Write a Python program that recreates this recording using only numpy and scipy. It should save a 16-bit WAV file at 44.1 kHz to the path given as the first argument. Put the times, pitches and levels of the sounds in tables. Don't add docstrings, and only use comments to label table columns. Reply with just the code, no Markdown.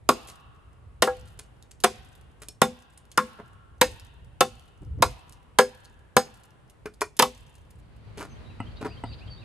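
import sys
import numpy as np
from scipy import signal
from scipy.fft import rfft, irfft
from scipy.io import wavfile
from scipy.ndimage import uniform_filter1d, minimum_filter1d

SR = 44100
rng = np.random.default_rng(int(sys.argv[2]) if len(sys.argv) > 2 else 0)


def dump(signal):
    limited = np.clip(np.atleast_2d(signal).T, -1, 1)
    pcm = np.round(limited * 32767).astype(np.int16)
    wavfile.write(sys.argv[1], SR, pcm)


N = 416304

# knock_db (hollow), thud_db (low), crack_db (fibres);
# then steel_db (level of the axe head's ring), carry_db (extra level sent to the far yard)
CHOPS = [(0.0896, 0.0029, 1058, 0.77, -24.5, 7.5, 5, 0, -41.5, 9),
         (1.0219, .0031, 1060, 1.15, -23.5, -0.5, -4, 1, -40.5, 3),
         (1.0731, .0015, 1150, 1.55, -28, -5.5, -9.5, -19, -62, 6.5),
         (1.8379, .008, 736, 1.09, -23, 1.5, -2, 0.5, -40.5, 4.5),
         (2.6169, .002, 1000, 1.38, -22.5, 3, 6, -1.5, -38, 2.5),
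         (3.1754, 0.0041, 1325, 1.45, -31, 20.5, 7, 2.5, -55, 8.5),
         (3.8124, 0.005, 917, 0.93, -22, 0.5, 0.5, 2, -35.5, 3),
         (4.407, .0036, 1300, 1.2, -22.5, 1, -3, 0.5, -50, 0.5),
         (5.0229, 0.0041, 968, 0.82, -24.5, 10, -3, 1.5, -38.5, 4),
         (5.5867, 0.0017, 942, 1.13, -16.5, -3.5, -6.5, -5, -33, 0.5),
         (6.1663, 0.0017, 1119, 0.92, -21, 1.5, 3, -2.5, -32, 1.5),
         (7.1915, .008, 950, 0.92, -24, 3, 0, 4, -48.5, -1),
         (7.2216, 0.0061, 973, 1.17, -30, 12, 2.5, 6.5, -55.5, -1.5)]
CHOP_BANDS = [100, 320, 620, 950, 1250, 2200, 3300, 5500, 9000, 15000]
KNOCK_BANDS = [150, 400, 900, 2200, 5500, 15000]


def amp(db):
    return 10 ** (np.asarray(db) / 20)


def evened(x):
    return x / np.sqrt(np.mean(x ** 2) + 1e-20)


def read(points, hz, axis=1):
    table = np.array(points)
    return np.interp(np.log(hz + 1), np.log(table[:, 0] + 1), table[:, axis])


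def add(mix, s, sound):
    part = mix[round(s * SR):][:len(sound)]
    part += sound[:len(part)]


def clock(size=20000):
    return np.arange(size) / SR


def band(x, hz, kind, order=2):
    edge_hz = np.minimum(hz, SR / 2 - 100)
    return signal.sosfilt(signal.butter(order, edge_hz, kind, fs=SR, output="sos"), x)


def noise(tone, same):
    gain = amp(read(tone, np.fft.rfftfreq(N, 1 / SR)))
    a, b = irfft(rfft(rng.standard_normal((2, N))) * gain, N)
    return evened(np.array([a, same * a + np.sqrt(1 - same ** 2) * b]))


def waver(hz):
    return evened(irfft(rfft(rng.standard_normal(N)) * (np.fft.rfftfreq(N, 1 / SR) < hz), N))


def ring(modes, spread_db, hold=1, drift=0.0):
    t = clock()
    total = np.zeros(len(t))
    for hz, db, t60 in modes:
        level = amp(db + spread_db * rng.standard_normal() - 60 * t / (t60 * hold))
        shift = 1 + drift * min(hz / 1500, 1) * rng.standard_normal()
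        total += level * np.sin(2 * np.pi * (hz * shift * t + rng.random()))
    return total


def grit(grain_db):
    size = len(clock())
    unevenness = evened(uniform_filter1d(rng.standard_normal(size), size=14))
    return evened(rng.standard_normal(size) * amp(grain_db * unevenness))


def centres(edges):
    return np.sqrt(np.multiply(edges[1:], edges[:-1]))


def hump(hz, centre_hz, octaves):
    return np.exp(-(np.log2(hz / centre_hz) / octaves) ** 2)


def voiced(x, edges, levels_db, size=32768, count=1764):
    hz = np.fft.rfftfreq(size, 1 / SR)
    for _ in range(2):
        power = 2 * abs(rfft(x[:count], size)) ** 2 / size / count
        in_band = [power[(hz >= a) & (hz < b)].sum() + 1e-20 for a, b in zip(edges, edges[1:])]
        missing_db = levels_db - 10 * np.log10(in_band)
        log_gain = np.log(amp(read(np.c_[centres(edges), missing_db], hz)))
        mirrored = np.r_[log_gain, log_gain[-2:0:-1]]
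        causal = np.exp(np.conj(signal.hilbert(mirrored)))[:len(hz)]
        x = irfft(rfft(x, size) * causal)[:len(x)]
    return x


def breeze_db(t):
    # crest_s, half_width_s, level_db (before the trim below)
    swells = [(.3, .35, -53), (1.12, .3, -45), (2.15, .35, -51), (4.0, .45, -48), (4.98, .11, -34),
              (5.4, 0.63, -54), (7.25, .22, -50), (9.001, 0.94, -44.5)]
    power = amp(-59) ** 2
    for s, width, db in swells:
        power = power + amp(db) ** 2 * np.exp(-((t - s) / width) ** 2)
    return 20 * np.log10(np.sqrt(power)) - 1.5


def wind():
    # pitch_hz, relative level_db (per Hz)
    wind_tone = [(15, -38.5), (25, -9), (54, 5), (118, -4), (183, -16.5), (292, -25.5), (322, -29),
                 (500, -28), (650, -60), (1100, -120)]
    rumble = evened(band(noise(wind_tone, same=0.72), 48, "high", order=3))
    lumps_db = 1.5 * waver(hz=39) + 2.4 * waver(hz=6.5)
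    return rumble * amp(breeze_db(np.arange(N) / SR) + lumps_db)


def still_air():
    # pitch_hz, relative level_db (per Hz)
    air_tone = [(60, -11), (120, 0), (200, -10), (450, -12), (900, -17), (1400, -23), (2100, -24.5),
                (2900, -29), (4200, -34.5), (6000, -40.5), (9500, -35.5), (15000, -53)]
    return noise(air_tone, same=0.19) * amp(-59.5 + 1.0 * waver(hz=1.6))


def chop_colour(knock_hz, strength_db, knock_db, thud_db, crack_db):
    # pitch_hz, level_db (of the band there, added to strength)
    chop_tone = [(180, -9), (445, 0), (770, -1.5), (1090, -3), (1660, -2.5), (2700, -8), (4260, -6.5),
                 (7040, -8), (11600, -6)]
    hz = centres(CHOP_BANDS)
    knock_part = knock_db * hump(hz, knock_hz, octaves=0.39)
    thud_part = thud_db * (hz < 320)
    crack_part = crack_db * (hz > 2200)
    return strength_db + read(chop_tone, hz) + knock_part + thud_part + crack_part


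def chop(bite, knock_hz, hold, levels_db):
    # (time to fall 60 dB, before hold)
    board_modes = [(150, -12, .09), (219, -10, .15), (242, -14, .22), (375, -17, .07), (404, -9, .12),
                   (505, 0, .15), (783, -2, .085), (890, -11, .05), (1020, -6, .07), (1086, 0, .06),
                   (1160, -10, .045), (1340, -5, .05), (1395, 1, .055), (1660, -7, .06), (1935, -13, .05),
                   (2085, -13, .05), (2267, -11, .06), (2633, -13, .06), (2850, -15, .06), (3574, -13, .06)]
    t = clock()
    after = np.maximum(t - bite, 0)
    fade = np.exp(-after / 0.0012) + 0.27 * np.exp(-after / 0.018)
    tearing = (1 - np.exp(-t / 0.0001)) * np.exp(-0.45 * np.minimum(t / bite, 1)) * fade
    fibres = band(band(grit(grain_db=3.5), 930, "high"), 18000, "low", order=4)
    crack = 1.3 * fibres * tearing
    load = np.minimum(t / (0.92 * bite), 1) ** 2
    turns = knock_hz * (t + 0.0006 * (1 - np.exp(-t / 0.004)))
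    thock = 2.1 * np.sin(2 * np.pi * turns) * np.exp(-(after / 0.0047) ** 2)
    rattle = evened(band(rng.standard_normal(len(t)), [220, 1800], "band"))
    shake = 2.0 * rattle * np.exp(-after / 0.0051)
    board = ring(board_modes, spread_db=2.5, hold=hold, drift=0.004)
    wood = band(load * (thock + shake + board), 49, "high")
    push = amp(-40.5) * np.sin(2 * np.pi * 95 * t) * np.exp(-t / 0.0061)
    return voiced(crack + wood, CHOP_BANDS, levels_db) + push


def axe_head(db):
    # pitch_hz, relative level_db, t60_s (time to fall 60 dB)
    steel_modes = [(4912, -8, .12), (5007, 4, .19), (6403, -10, .14), (6542, 1, .18), (6590, -2, .12),
                   (8030, -1, .12), (8228, 4, .13)]
    return amp(db) * ring(steel_modes, spread_db=2)


def chip(db):
    snap = band(grit(grain_db=7.5), [2200, 12500], "band") * np.exp(-clock() / 0.006)
    pitch_hz = rng.uniform(3000, 14000)
    tick = snap + 1.5 * band(snap, [pitch_hz, 1.2 * pitch_hz], "band", order=1)
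    return amp(db) * tick / abs(tick).max()


def crumbs(db, per_s, fall_s):
    t = np.arange(N) / SR
    rate = np.zeros(N)
    for row in CHOPS:
        rate += per_s * (t > row[0] + 0.08) * np.exp(-abs(t - row[0]) / fall_s)
    sizes = amp(5.6 * np.minimum(rng.exponential(1, N), 3))
    hits = (rng.random(N) < rate / SR) * sizes
    kind = rng.integers(0, 8, N)
    return sum(signal.oaconvolve(hits * (kind == k), chip(db))[:N] for k in range(8))


def splinters(db, spread_db, count=2):
    out = np.zeros(N)
    for row, draws in zip(CHOPS, rng.random((len(CHOPS), count))):
        for flight in draws:
            flight_s = np.interp(flight, [0, 1], [0.14, 0.42])
            add(out, row[0] + flight_s, chip(db - spread_db * flight))
    return out


def large_chips():
    # start_s, peak_db (before a 1 dB lift)
    landings = [(1.6255, -38), (1.711, -38), (1.8022, -36.5), (2.152, -44.5), (2.975, -38), (3.0524, -45.5),
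                (3.116, -36), (3.996, -37), (4.595, -43), (5.294, -35.5), (5.324, -40), (5.8495, -40.5),
                (6.9377, -45), (7.167, -33.5)]
    out = np.zeros(N)
    for s, db in landings:
        add(out, s, chip(db + 1.0))
    return out


def knock_colour(strength_db, tilt_db, body_db):
    hz = centres(KNOCK_BANDS)
    return strength_db + tilt_db * np.log2(hz / 1400) + body_db * hump(hz, 1000, octaves=0.66)


def knock(contact, levels_db):
    # pitch_hz, relative level_db, t60_s (time to fall 60 dB)
    offcut_modes = [(366, -5.5, 0.03), (425.5, -5.5, 0.072), (601, -3, 0.037), (950, -2.5, 0.015),
                    (1107, -5, 0.023), (1475, -9, 0.017), (2430, 0, 0.036), (4370, -14.5, .09),
                    (5360, -7, .07)]
    t = clock()
    swell_s = contact ** 2 / 0.04
    touch = (1 - np.exp(-t / swell_s)) * np.exp(-t / contact)
    scrape = band(band(grit(grain_db=8.5), 170, "high"), 12000, "low", order=4) * touch
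    body = 0.26 * ring(offcut_modes, spread_db=3.5, drift=0.0039) * (1 - np.exp(-t / (0.5 * contact)))
    return voiced(scrape + body, KNOCK_BANDS, levels_db)


def loose_wood():
    # start_s, contact_s, strength_db, tilt_db (brightness per octave), body_db (woody middle)
    contacts = [(.272, 0.021, -56.5, 2, -6), (1.39, 0.0055, -57, 3, -1), (2.418, 0.0094, -57.5, 1.8, 5),
                (2.485, 0.0032, -53, 2.5, -27), (3.386, 0.014, -62, -5, 19.5),
                (6.856, 0.0062, -49.5, -2.5, 8.5), (7.007, 0.011, -45.5, 1.5, -15),
                (7.016, 0.0026, -40, 0.1, 20), (8.172, 0.028, -48.5, -1.6, -4),
                (8.205, 0.017, -51, -1, 13.5), (8.81, 0.016, -49.5, -4, 5), (8.846, .014, -47, -4, 13)]
    out = np.zeros(N)
    for s, contact, *colour in contacts:
        add(out, s, knock(contact, knock_colour(*colour)))
    return out


def gust(length, db):
    size = round(length * SR)
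    thump = band(rng.standard_normal(SR), [65, 210], "band")[-size:]
    return amp(db) * evened(thump * np.hanning(size))


def gusts():
    # start_s, length_s, level_db
    eddies = [(4.807, 0.043, -47.5), (4.872, 0.043, -63), (4.967, 0.07, -37)]
    out = np.zeros(N)
    for s, length, db in eddies:
        add(out, s, gust(length, db))
    return out


def open_yard():
    # pitch_hz, relative level_db (per Hz)
    yard_tone = [(59, -30.5), (100, 5.5), (204, -13.5), (236, -5.5), (262, -19), (297, -14.5), (1660, -26),
                 (3110, -30.5), (3390, -33.5), (4450, -33), (5260, -42.5), (12200, -55), (15000, -66.5)]
    # time_s, level_db
    yard_fade = [(0, -100), (7.5, -84.5), (7.85, -56), (8.25, -46), (8.8, -45), (9.44, -47)]
    level_db = np.interp(np.arange(N) / SR, *np.transpose(yard_fade))
    return noise(yard_tone, same=0.1) * amp(level_db + 1.0 * waver(hz=9))


def bird(length, start_hz, end_hz, db):
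    u = np.linspace(0, 1, round(length * SR))
    wobble = evened(uniform_filter1d(rng.standard_normal(len(u)), size=120))
    hz = start_hz + (end_hz - start_hz) * u + 70 * np.sin(np.pi * u) + 35 * wobble
    return amp(db) * np.sqrt(2) * np.sin(np.pi * u) * np.sin(2 * np.pi * np.cumsum(hz) / SR)


def birdsong(count=4):
    # offset_s (into the phrase), length_s, start_hz, end_hz,
    # level_db (before the fade-in and the mix)
    phrase = [(0, 0.046, 2174, 3025, -54.5), (0.071, 0.024, 3060, 3180, -53), (0.164, .05, 3550, 3920, -58),
              (.208, 0.032, 2870, 2286, -57)]
    # start_s, length_s, start_hz, end_hz, level_db (before the mix)
    whistles = [(8.286, 0.068, 6250, 6030, -65), (8.42, 0.17, 3920, 3840, -68),
                (8.854, .11, 4950, 4450, -59), (9.046, 0.11, 4860, 4290, -57),
                (9.295, 0.05, 4600, 4400, -49.5)]
    first_s, every_s = 8.284, 0.306
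    full_s, fade_db_per_s = 8.56, 52
    song = np.zeros(N)
    for start in first_s + every_s * np.arange(count):
        for offset, *note in phrase:
            s = start + offset
            add(song, s, amp(-fade_db_per_s * max(full_s - s, 0)) * bird(*note))
    for s, *note in whistles:
        add(song, s, bird(*note))
    return song


def chorus():
    # pitch_hz, relative level_db (per Hz)
    chorus_tone = [(1500, -44), (2300, -11.5), (3200, -7), (4000, -4.5), (4700, -1.5), (5100, -14),
                   (6000, -45.5)]
    # time_s, level_db (around which it flickers)
    chorus_fade = [(0, -130), (7.9, -92.5), (8.45, -94), (8.7, -66), (8.9, -67), (9.44, -62)]
    level_db = np.interp(np.arange(N) / SR, *np.transpose(chorus_fade))
    return noise(chorus_tone, same=0.21) * amp(level_db + 4.7 * waver(hz=25))


def tap(db):
    # pitch_hz, relative level_db, t60_s (time to fall 60 dB)
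    upright_modes = [(109.2, 4, .12), (246, 6.5, 0.057), (520, 4.5, 0.022), (695, 5.5, 0.018),
                     (908, 11, 0.021), (1315, 2.5, 0.027), (2004, 1, 0.035), (2600, -10, 0.027),
                     (2900, -4, 0.033), (4850, -30, .08), (8200, -10.5, 0.022)]
    t = clock()
    click = 0.74 * band(rng.standard_normal(len(t)), 7900, "low") * np.exp(-t / 0.001)
    onset = 1 - np.exp(-t / 0.00084)
    return amp(db) * (2.0 * ring(upright_modes, spread_db=1.5) + click) * onset


def axe_set_down():
    # start_s, level_db (scales the click and the tones)
    touches = [(8.602, -40), (9.0375, -39.5)]
    out = np.zeros(N)
    for s, db in touches:
        add(out, s, tap(db))
    return out


def scatter(x, bands, delay, same):
    taps = rng.choice([-1., 1.], (2, SR)) * (rng.random((2, SR)) < 4000 / SR)
    taps[1] = same * taps[0] + np.sqrt(1 - same ** 2) * taps[1]
    hz, t, z = signal.stft(evened(taps), SR, nperseg=256)
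    t60 = read(bands, hz, axis=2)[:, None]
    gain = amp(read(bands, hz)[:, None] - 60 * t / t60) * np.sqrt(2 * np.log(1000) / t60 / SR)
    tail = signal.istft(z * gain, SR, nperseg=256)[1]
    tail = np.pad(tail, ((0, 0), (round(delay * SR), 0)))
    return signal.fftconvolve(x[None], tail, axes=1)[:, :N]


def vice_scatter(x):
    # pitch_hz, level_db, t60_s (time to fall 60 dB)
    close_bands = [(1300, -14, 0.026), (2300, -5, 0.041), (5800, -6.5, 0.03), (8000, -16.5, 0.004),
                   (14000, -12.5, 0.019)]
    return scatter(band(x, 1800, "high"), close_bands, delay=0.0003, same=0.033)


def wall_scatter(x, delay, same):
    # pitch_hz, level_db (before the mix), t60_s (time to fall 60 dB)
    near_bands = [(150, -10.5, 0.32), (500, -9.5, 0.12), (1100, -8.5, 0.09), (3000, -10.5, 0.14),
                  (8500, -13, 0.22), (14000, -20.5, 0.11)]
    return scatter(x, near_bands, delay, same)


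def yard_scatter(x, delay, same):
    # pitch_hz, level_db (before the mix), t60_s (time to fall 60 dB)
    far_bands = [(150, -30.5, 0.64), (595, -27.5, 0.24), (1150, -35.5, 2.7), (1670, -30.5, 2.2),
                 (2280, -27.5, 0.33), (2720, -23, 1.8), (4400, -27.5, 0.69), (8000, -29, 0.26),
                 (12000, -35.5, 0.67), (15000, -48, .3)]
    return scatter(x, far_bands, delay, same)


def ports(x):
    # pitch_hz, left_lead_rad, left_over_right_db
    port_gaps = [(200, -.2, 2), (480, -.22, 2.2), (820, -.65, .6), (1100, -.42, -.6), (1700, -.4, -.5),
                 (2700, -1, -.8), (4500, -1, -1.3), (5200, -1.6, -1.5), (6100, -1.5, -1), (6600, -.2, -1),
                 (9400, .15, -.6), (13400, 2.4, 0), (15000, 3, 0)]
    hz = np.fft.rfftfreq(N, 1 / SR)
    half = amp(read(port_gaps, hz, axis=2) / 2) * np.exp(0.5j * read(port_gaps, hz))
    return irfft(rfft(x) * np.array([half, 1 / half]), N)


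def scene():
    blows = np.zeros((4, N))
    carried, behind, steel = np.zeros((3, N))
    for k, (s, bite, knock_hz, hold, *shares_db, steel_db, carry_db) in enumerate(CHOPS):
        colour = chop_colour(knock_hz, *shares_db)
        blow = chop(bite, knock_hz, hold, colour)
        add(blows[k % len(blows)], s, blow)
        away = chop(bite, knock_hz, hold, colour)
        add(carried, s, amp(carry_db) * np.sqrt(0.5) * blow)
        add(behind, s, amp(carry_db) * np.sqrt(0.5) * away)
        add(steel, s + bite / 2, axe_head(steel_db))
    loose = loose_wood() + large_chips() + axe_set_down()
    loose += crumbs(db=-60.5, per_s=200, fall_s=0.15) + splinters(db=-47, spread_db=11.5)

    near = sum(vice_scatter(x) + wall_scatter(x, delay=0.0044, same=1.0) for x in blows)
    near += amp(1.5) * wall_scatter(loose, delay=0.0048, same=0.98)
    far = yard_scatter(carried + loose, delay=0.018, same=0.13)
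    far += yard_scatter(behind, delay=0.04, same=0.15)

    song = birdsong()
    birds = amp(0.5) * song
    birds = birds + amp(6.5) * wall_scatter(song, delay=0.013, same=0.14)
    birds += amp(16.5) * yard_scatter(song, delay=0.0096, same=0.14)

    direct = ports(blows.sum(0) + steel + loose)
    outdoors = wind() + still_air() + open_yard() + chorus()
    return direct + near + far + birds + gusts() + outdoors


def record(dry):
    soft = band(dry, 13400, "low", order=5)
    ceiling = 0.92
    need = np.minimum(1, ceiling / (abs(soft).max(0) + 1e-9))
    held = soft * uniform_filter1d(minimum_filter1d(need, size=31), size=31)
    steep = signal.firwin(255, 16300, window=("kaiser", 9), fs=SR)
    return signal.oaconvolve(held, steep[None], "same")


dry = scene()
out = record(dry)
dump(out)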